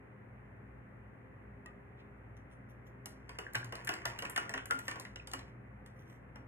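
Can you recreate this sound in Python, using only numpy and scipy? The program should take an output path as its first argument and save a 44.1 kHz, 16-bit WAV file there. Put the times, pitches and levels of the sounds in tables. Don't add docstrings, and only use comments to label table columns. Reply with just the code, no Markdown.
import sys
import numpy as np
from scipy import signal
from scipy.fft import rfft, irfft
from scipy.io import wavfile

SR = 44100
rng = np.random.default_rng(int(sys.argv[2]) if len(sys.argv) > 2 else 0)


def output_pcm(signal):
    pcm = np.clip(np.atleast_2d(signal).T, -1, 1) * 32767
    wavfile.write(sys.argv[1], SR, np.round(pcm).astype(np.int16))


N = 285488
TIME, HZ = np.arange(N) / SR, np.fft.rfftfreq(N, 1 / SR)

# t/s, strength/dB, thud/dB, tick/dB
KNOCKS = [(3.293, -58, -54.5, -58), (3.387, -50.5, -47, -52), (3.5536, -44, -43.5, -43.5),
          (3.7239, -52, -45.5, -58), (3.8913, -42, -40.5, -45), (4.0548, -43.5, -41.5, -41.5),
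          (4.223, -50, -45, -52.5), (4.3766, -44.5, -41, -45.5), (4.4942, -56, -48.5, -51),
          (4.539, -45, -44, -52), (4.709, -42, -45.5, -44.5), (4.8816, -46, -47, -46.5),
          (4.958, -56, -49, -66), (5.335, -49, -45.5, -46.5), (6.358, -61.5, -57, -71.5)]
# f/Hz, level/dB
THUD = [(90, -44), (200, -3.5), (280, 1), (430, 7.5), (520, 4.5), (700, 9.5), (1050, 8), (1300, 8),
        (2200, -27.5)]
# f/Hz, level/dB
TICK = [(1800, -30), (3000, -10), (3900, -5), (4450, 0), (5600, -1), (6600, -3), (7700, -1), (9500, -6),
        (12000, -8), (14500, -15), (16500, -23)]


def knocks(clack_db=6.5, hardness=-2.5, rebound_s=.036, rebound_db=-24, scatter=.25):
    out = np.zeros(N)
    for (s, db, thud, tick), chance in zip(KNOCKS, rng.uniform(-1, 1, len(KNOCKS))):
        blow = thud, db + clack_db, tick, hardness
        add(out, s, contact(*blow))
        add(out, s + rebound_s * (1 + scatter * chance), gain_of(rebound_db) * contact(*blow))
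    return out


def cracks(level_db=-4):
    tone = [(1500, -16), (2700, 3), (3600, -24), (4900, 2), (5700, 7), (7000, -20.5), (12000, -64)]
    out = np.zeros(N)
    for s, db, *_ in KNOCKS:
        add(out, s, gain_of(db + level_db) * strike(colour(tone), rise=.0003, decay=.0014, chatter=1.8))
    return out


def clicks(thud_db=-5.5, clack_db=5, tick_db=1):
    touches = [(3.058, -57.5, -49, 1.5), (3.5348, -76, -58, 10), (3.5478, -46, -58, 8),
               (3.645, -60, -56.5, -1.5), (3.754, -56, -52.5, -8.5), (3.848, -68, -55.5, 7),
               (3.8733, -44.5, -49.5, 5), (3.939, -69, -49.5, -2.5), (4.189, -52, -50.5, -2),
               (4.252, -50.5, -53.5, -7.5), (4.298, -53.5, -48.5, 11), (4.362, -41.5, -44.5, -4),
               (4.577, -44.5, -56.5, -9), (4.657, -54.5, -54, 5), (4.7907, -56, -53, 2),
               (4.913, -49, -53.5, -6), (4.9985, -74, -50.5, 0.5), (5.051, -57, -59.5, -10.5),
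               (5.159, -55.5, -54.5, -12), (5.273, -60.5, -53, -3.5), (5.3155, -67, -55, -8.5),
               (5.392, -60, -57, -15), (5.862, -66.5, -67.5, -1)]
    out = np.zeros(N)
    for s, clack, tick, hardness in touches:
        add(out, s, contact(tick + thud_db, clack + clack_db, tick + tick_db, hardness))
    return out


def contact(thud_db, clack_db, tick_db, hardness):
    clack_tone = [(700, -28), (1150, -8), (1380, 1), (1850, -3.5), (2300, -4.5), (2950, -4), (3500, -16.5),
                  (6000, -57.5)]
    thud = strike(colour(THUD), rise=.0065, decay=.0073, chatter=3.4)
    clack = strike(colour(clack_tone), rise=.0012, decay=.0058, chatter=2.1)
    tick = strike(tip(hardness), rise=.0004, decay=.0021, chatter=1.4)
    return gain_of(thud_db) * thud + gain_of(clack_db) * clack + gain_of(tick_db) * tick


def tip(hardness, count=30):
    hz = np.linspace(TICK[0][0], TICK[-1][0], count)
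    uneven_db = 2.2 * rng.standard_normal(count)
    return colour(list(zip(hz, read(TICK, hz) + hardness * np.log2(hz / hz[0]) + uneven_db)))


def strike(ring, rise, decay, chatter):
    t = np.arange(SR // 20) / SR
    force = rng.standard_normal(len(t)) * (1 - np.exp(-t / rise)) * np.exp(-t / decay)
    force *= chatter / np.linalg.norm(force)
    force[0] += 1
    sound = signal.fftconvolve(force, ring)
    return unit_rms(sound) * np.sqrt(.014 * SR / len(sound))


def plops(level_db=-3, rise_s=.0015, decay_s=.0023, sag_octaves=.135, sag_s=.0034):
    pockets = [(3.468, 1684, -30), (3.553, 1642, -20), (3.6318, 1616, -32), (3.879, 1694, -25),
               (3.895, 1590, -31), (4.055, 1430, -24.5), (4.193, 2880, -32.5), (4.256, 2466, -32),
               (4.366, 1814, -27), (4.3788, 1440, -19.5), (4.495, 1830, -32.5), (4.541, 1767, -30),
               (4.705, 1460, -30), (4.711, 1440, -18.5), (4.884, 1903, -26.5), (5.054, 2000, -37),
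               (5.163, 2845, -37.5), (5.2, 2610, -37.5)]
    out, lead_s = np.zeros(N), .01
    t = np.arange(SR // 12) / SR - lead_s
    sag = 2 ** (-sag_octaves * np.tanh(t / sag_s))
    envelope = np.exp(-(np.minimum(t, 0) / rise_s) ** 2 - np.maximum(t, 0) / decay_s)
    for s, hz, db in pockets:
        phase = 2 * np.pi * (np.cumsum(hz * sag) / SR + rng.random())
        add(out, s - lead_s, gain_of(db + level_db) * envelope * np.sin(phase))
    return out


def slosh(splash_db=-8, bubble_db=-10, surge_s=.033, surge_db=8):
    stirring = [(3.2, -67), (3.4, -63), (3.7, -58.5), (3.95, -50.5), (4.15, -53.5), (4.46, -52),
                (4.65, -69), (4.899, -58), (5.1, -67), (5.499, -62.5)]
    tone = [(200, -6.5), (380, 8.5), (700, -8.5), (1500, 17), (2400, 14), (3100, 6.5), (4000, -13),
            (5800, -2.5), (8000, -9.5), (13000, -23), (16000, -21.5)]
    s, db = np.transpose(stirring)
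    ages = [np.maximum(TIME - knock[0], 0) / surge_s for knock in KNOCKS]
    surge = sum(age * np.exp(1 - age) for age in ages)
    envelope = gain_of(np.interp(TIME, s, db) + surge_db * surge) * (TIME > s[0]) * (TIME < s[-1])
    splash = crackle(tone, per_s=1400, spread_db=6.5)
    return envelope * (gain_of(splash_db) * splash + gain_of(bubble_db) * bubbles())


def bubbles(per_s=170, low_hz=900, high_hz=2700, cycles=7, sizes=24):
    out, t = np.zeros(N), np.arange(SR // 25) / SR
    for hz in np.geomspace(low_hz, high_hz, sizes):
        age = hz * t / cycles
        ring = np.sin(2 * np.pi * hz * t * (1 + .012 * age)) * np.exp(-age)
        for s in rng.uniform(0, TIME[-1], rng.poisson(per_s * TIME[-1] / sizes)):
            add(out, s, rng.random() * ring)
    return unit_rms(out)


def spray(level_db=-21, rise_s=.008, fade_s=.013):
    bursts, t = np.zeros(N), np.arange(SR // 3) / SR
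    for s, db, *_ in KNOCKS:
        add(bursts, s, gain_of(db + level_db) * (1 - np.exp(-t / rise_s)) * np.exp(-t / fade_s))
    return bursts * crackle(TICK, per_s=700, spread_db=4)


def cup_ring(x, t60_at_1khz_s=.32, damping=.5, skew_rad=.71):
    modes = [(311, 10), (371, 9.5), (610, 3.5), (702, 2), (987, 2), (1068, 3), (1130, 2.5), (1406, 11),
             (1565, 1), (1830, 3), (2090, -1), (2890, 5)]
    t = np.arange(SR // 2) / SR
    ring = np.zeros((2, len(t)))
    for hz, db in modes:
        rate = np.log(1000) / t60_at_1khz_s * (hz / 1000) ** damping
        phase = skew_rad * rng.standard_normal() * np.array([[1], [0]])
        ring += gain_of(db) * 2 * rate / SR * np.exp(-rate * t) * np.sin(2 * np.pi * hz * t + phase)
    return signal.fftconvolve(x[None], ring, axes=1)[:, :N]


def table_booms(swell_s=.024):
    booms = [(3.558, 117.6, -43), (3.631, 116.3, -44), (3.847, 119.6, -48), (4.056, 119.6, -45.5),
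             (4.53, 268, -49.5), (4.735, 266, -48.5), (5.334, 269, -49.5)]
    out, t = np.zeros(N), np.arange(SR // 3) / SR
    envelope = t / swell_s * np.exp(1 - t / swell_s)
    for s, hz, db in booms:
        add(out, s, gain_of(db) * envelope * np.sin(2 * np.pi * hz * t))
    return out


def handle_tap(ring_db=7, tick_db=-7, thud_db=-8):
    taps = [(1.66, -57, -5.5)]
    modes = [(1220, -1, 0.13), (1911, 3.5, 0.054), (2600, 1.5, 0.045), (2930, -7, 0.022)]
    out, t = np.zeros(N), np.arange(SR // 8) / SR
    ring = sum(gain_of(db - 60 * t / t60) * np.sin(2 * np.pi * hz * t) for hz, db, t60 in modes)
    for s, db, hardness in taps:
        add(out, s, gain_of(db + ring_db) * strike(ring, rise=.0032, decay=.023, chatter=.76))
        add(out, s, gain_of(db + tick_db) * strike(tip(hardness), rise=.00028, decay=.0026, chatter=2.5))
        add(out, s, gain_of(db + thud_db) * strike(colour(THUD), rise=.0018, decay=.019, chatter=2.6))
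    return out


def rustles(squeak_db=-13, squeak_hz=(6400, 12600), width_hz=250, glide_octaves_per_s=3.1):
    swells = [(2.372, 0.0076, -68.5), (2.525, 0.016, -69), (2.704, 0.012, -68), (2.876, 0.013, -67.5),
              (4.864, 0.023, -57.5), (5.999, 0.038, -72.5), (6.115, 0.047, -69.5)]
    tone = [(1500, 7.5), (3200, 7.5), (4500, -8), (6000, 5.5), (7200, -8.5), (12000, -13), (16500, -8)]
    out, t = np.zeros(N), np.arange(-SR // 8, SR // 8) / SR
    scratch = crackle(tone, per_s=600, spread_db=4)
    pole = np.exp(-np.pi * width_hz / SR)
    for s, half_width, db in swells:
        sound = scratch[round((s + t[0]) * SR):][:len(t)]
        for _ in range(2):
            hz = rng.uniform(*squeak_hz) * 2 ** (glide_octaves_per_s * rng.uniform(-1, 1) * t)
            flutter = signal.lfilter([1], [1, -pole], rng.standard_normal(len(t)))
            squeak = unit_rms(flutter * np.sin(2 * np.pi * np.cumsum(hz) / SR))
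            sound = sound + gain_of(squeak_db) * squeak
        add(out, s + t[0], gain_of(db) * np.exp(-(t / half_width) ** 2) * sound)
    return out


def sleeve(at_s=2, half_width_s=.02, level_db=-64.5):
    tone = [(1000, -6), (2200, 11), (3400, 0), (4800, -11), (12000, -33)]
    envelope = np.exp(-((TIME - at_s) / half_width_s) ** 2)
    return gain_of(level_db) * envelope * crackle(tone, per_s=830, spread_db=-2)


def smooth_room(x, cycle_hz=1.9, count=5):
    fades = np.array([np.cos(np.pi * (cycle_hz * TIME + k / count)) ** 6 for k in range(count)])
    return sum(room(x * fade) for fade in fades / np.linalg.norm(fades, axis=0))


def room(x, first_echo_s=.0015, echoes_per_s=3000):
    decay = [(100, 0.64), (400, 0.84), (1500, 0.24), (5000, 0.3), (15000, 0.16)]
    tone = [(150, 4), (700, -1), (1500, -1), (2600, -3.5), (5000, -6), (12000, -4.5)]
    t = np.arange(SR) / SR
    signs = rng.choice([-1., 1.], (2, SR))
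    echoes = signs * (rng.random((2, SR)) < echoes_per_s / SR) * (t > first_echo_s)
    hz, t, spectra = signal.stft(echoes, SR, nperseg=256)
    t60, hz = read(decay, hz)[:, None], hz[:, None]
    field = diffuse(spectra, hz, aimed_hz=2100, steepness=3, aimed_share=.9)
    unit_energy = np.sqrt(np.log(10 ** 6) / t60 / np.sum(echoes[0] ** 2))
    tail = field * gain_of(read(tone, hz) - 60 * t / t60) * unit_energy
    return signal.fftconvolve(x[1:], signal.istft(tail, SR, nperseg=256)[1], axes=1)[:, :N]


def ventilation(level_db=-57):
    tone = [(20, -48), (45, -20.5), (75, 1.5), (140, 2.5), (230, -2), (420, -6.5), (700, -8.5), (1300, -12),
            (2000, -11.5), (2600, -24.5), (3300, -37), (4300, -46.5), (9000, -50.5), (13000, -49),
            (15000, -60.5)]
    balance = [(400, 1), (850, 2), (1900, 3.5), (2500, -10), (3800, 0)]
    noise = rfft(rng.standard_normal((2, N)))
    field = diffuse(noise, HZ, aimed_hz=2700, steepness=9, aimed_share=.89)
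    pan = gain_of(np.outer([.5, -.5], read(balance, HZ)))
    return gain_of(level_db) * unit_rms(irfft(field * gain_of(read(tone, HZ)) * pan, N))


def hum():
    tones = [(58.75, -62.5, 4, 0.87), (102, -66, 5, 2), (119.7, -59.5, 6.7, 0.24), (202.7, -66.5, 12, 1.6),
             (261, -69, 7, 1.1), (403.4, -71, 2.7, 0.55), (519.7, -73.5, 24, 0.67)]
    out = np.zeros(N)
    for hz, db, width, amount in tones:
        band = np.exp(-((HZ - hz) / width) ** 2)
        waver = unit_rms(irfft(rfft(rng.standard_normal(N)) * band, N))
        out += gain_of(db) * unit_rms(np.sin(2 * np.pi * (hz * TIME + rng.random())) + amount * waver)
    return out


def ports(x):
    side = cup_side(HZ)
    return irfft(rfft(x) * np.array([side, np.ones(len(HZ))]) / np.sqrt(abs(side)), N)


def cup_side(hz):
    left_port = [(0, 0, 0), (450, 0, -2), (800, 1.1, 2), (1100, .9, 0), (1280, 3, 8), (1650, 4.7, 1),
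                 (1900, 6.2, 0), (2250, 8.5, -2), (2600, 9.6, -4), (3200, 10.3, -2), (4200, 9.6, 0),
                 (9200, 6.6, 0), (11000, 6.1, 0), (15000, 3.4, 0)]
    f, lead, db = np.transpose(left_port)
    return gain_of(np.interp(hz, f, db)) * np.exp(1j * np.interp(hz, f, lead))


def diffuse(spectra, hz, aimed_hz, steepness, aimed_share, alike=.92, port_travel_s=.00079):
    coherence = alike * np.sinc(2 * hz * port_travel_s)
    right = coherence * spectra[0] + np.sqrt(1 - coherence ** 2) * spectra[1]
    aimed = aimed_share / (1 + (aimed_hz / (hz + 1)) ** steepness)
    left = np.sqrt(1 - aimed) * spectra[0] + np.sqrt(aimed) * right * cup_side(hz)
    return np.array([left, right])


def crackle(spectrum, per_s, spread_db):
    size = gain_of(spread_db * np.minimum(rng.exponential(1, N), 4)) * rng.choice([-1, 1], N)
    grains = size * (rng.random(N) < per_s / SR)
    return unit_rms(signal.oaconvolve(grains, colour(spectrum))[:N])


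def colour(points, size=2048):
    log_gain = np.log(gain_of(read(points, abs(np.fft.fftfreq(size, 1 / SR)))))
    return np.fft.ifft(np.exp(np.conj(signal.hilbert(log_gain)))).real[:size // 2]


def read(points, hz):
    f, value = np.transpose(points)
    return np.interp(np.log(hz + 1), np.log(f + 1), value)


def gain_of(db):
    return 10 ** (np.asarray(db) / 20)


def unit_rms(x):
    return x / np.sqrt(np.mean(x ** 2) + 1e-20)


def add(mix, s, sound):
    part = mix[max(round(s * SR), 0):][:len(sound)]
    part += sound[:len(part)]


def scene(plop_send_db=-4, tap_send_db=-7):
    brush = knocks() + cracks() + clicks() + slosh()
    handle = ports(handle_tap())
    water = plops()
    near = ports(brush + spray() + rustles() + sleeve())
    echoes = smooth_room(near + gain_of(plop_send_db) * water + gain_of(tap_send_db) * handle)
    cup = ports(water + cup_ring(brush + water))
    return near + handle + cup + echoes + table_booms() + ventilation() + hum()


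def record(dry):
    low_pass = signal.firwin(511, cutoff=16400, window=("kaiser", 9), fs=SR)
    return signal.oaconvolve(dry, low_pass[None], "same")


dry = scene()
out = record(dry)
output_pcm(out)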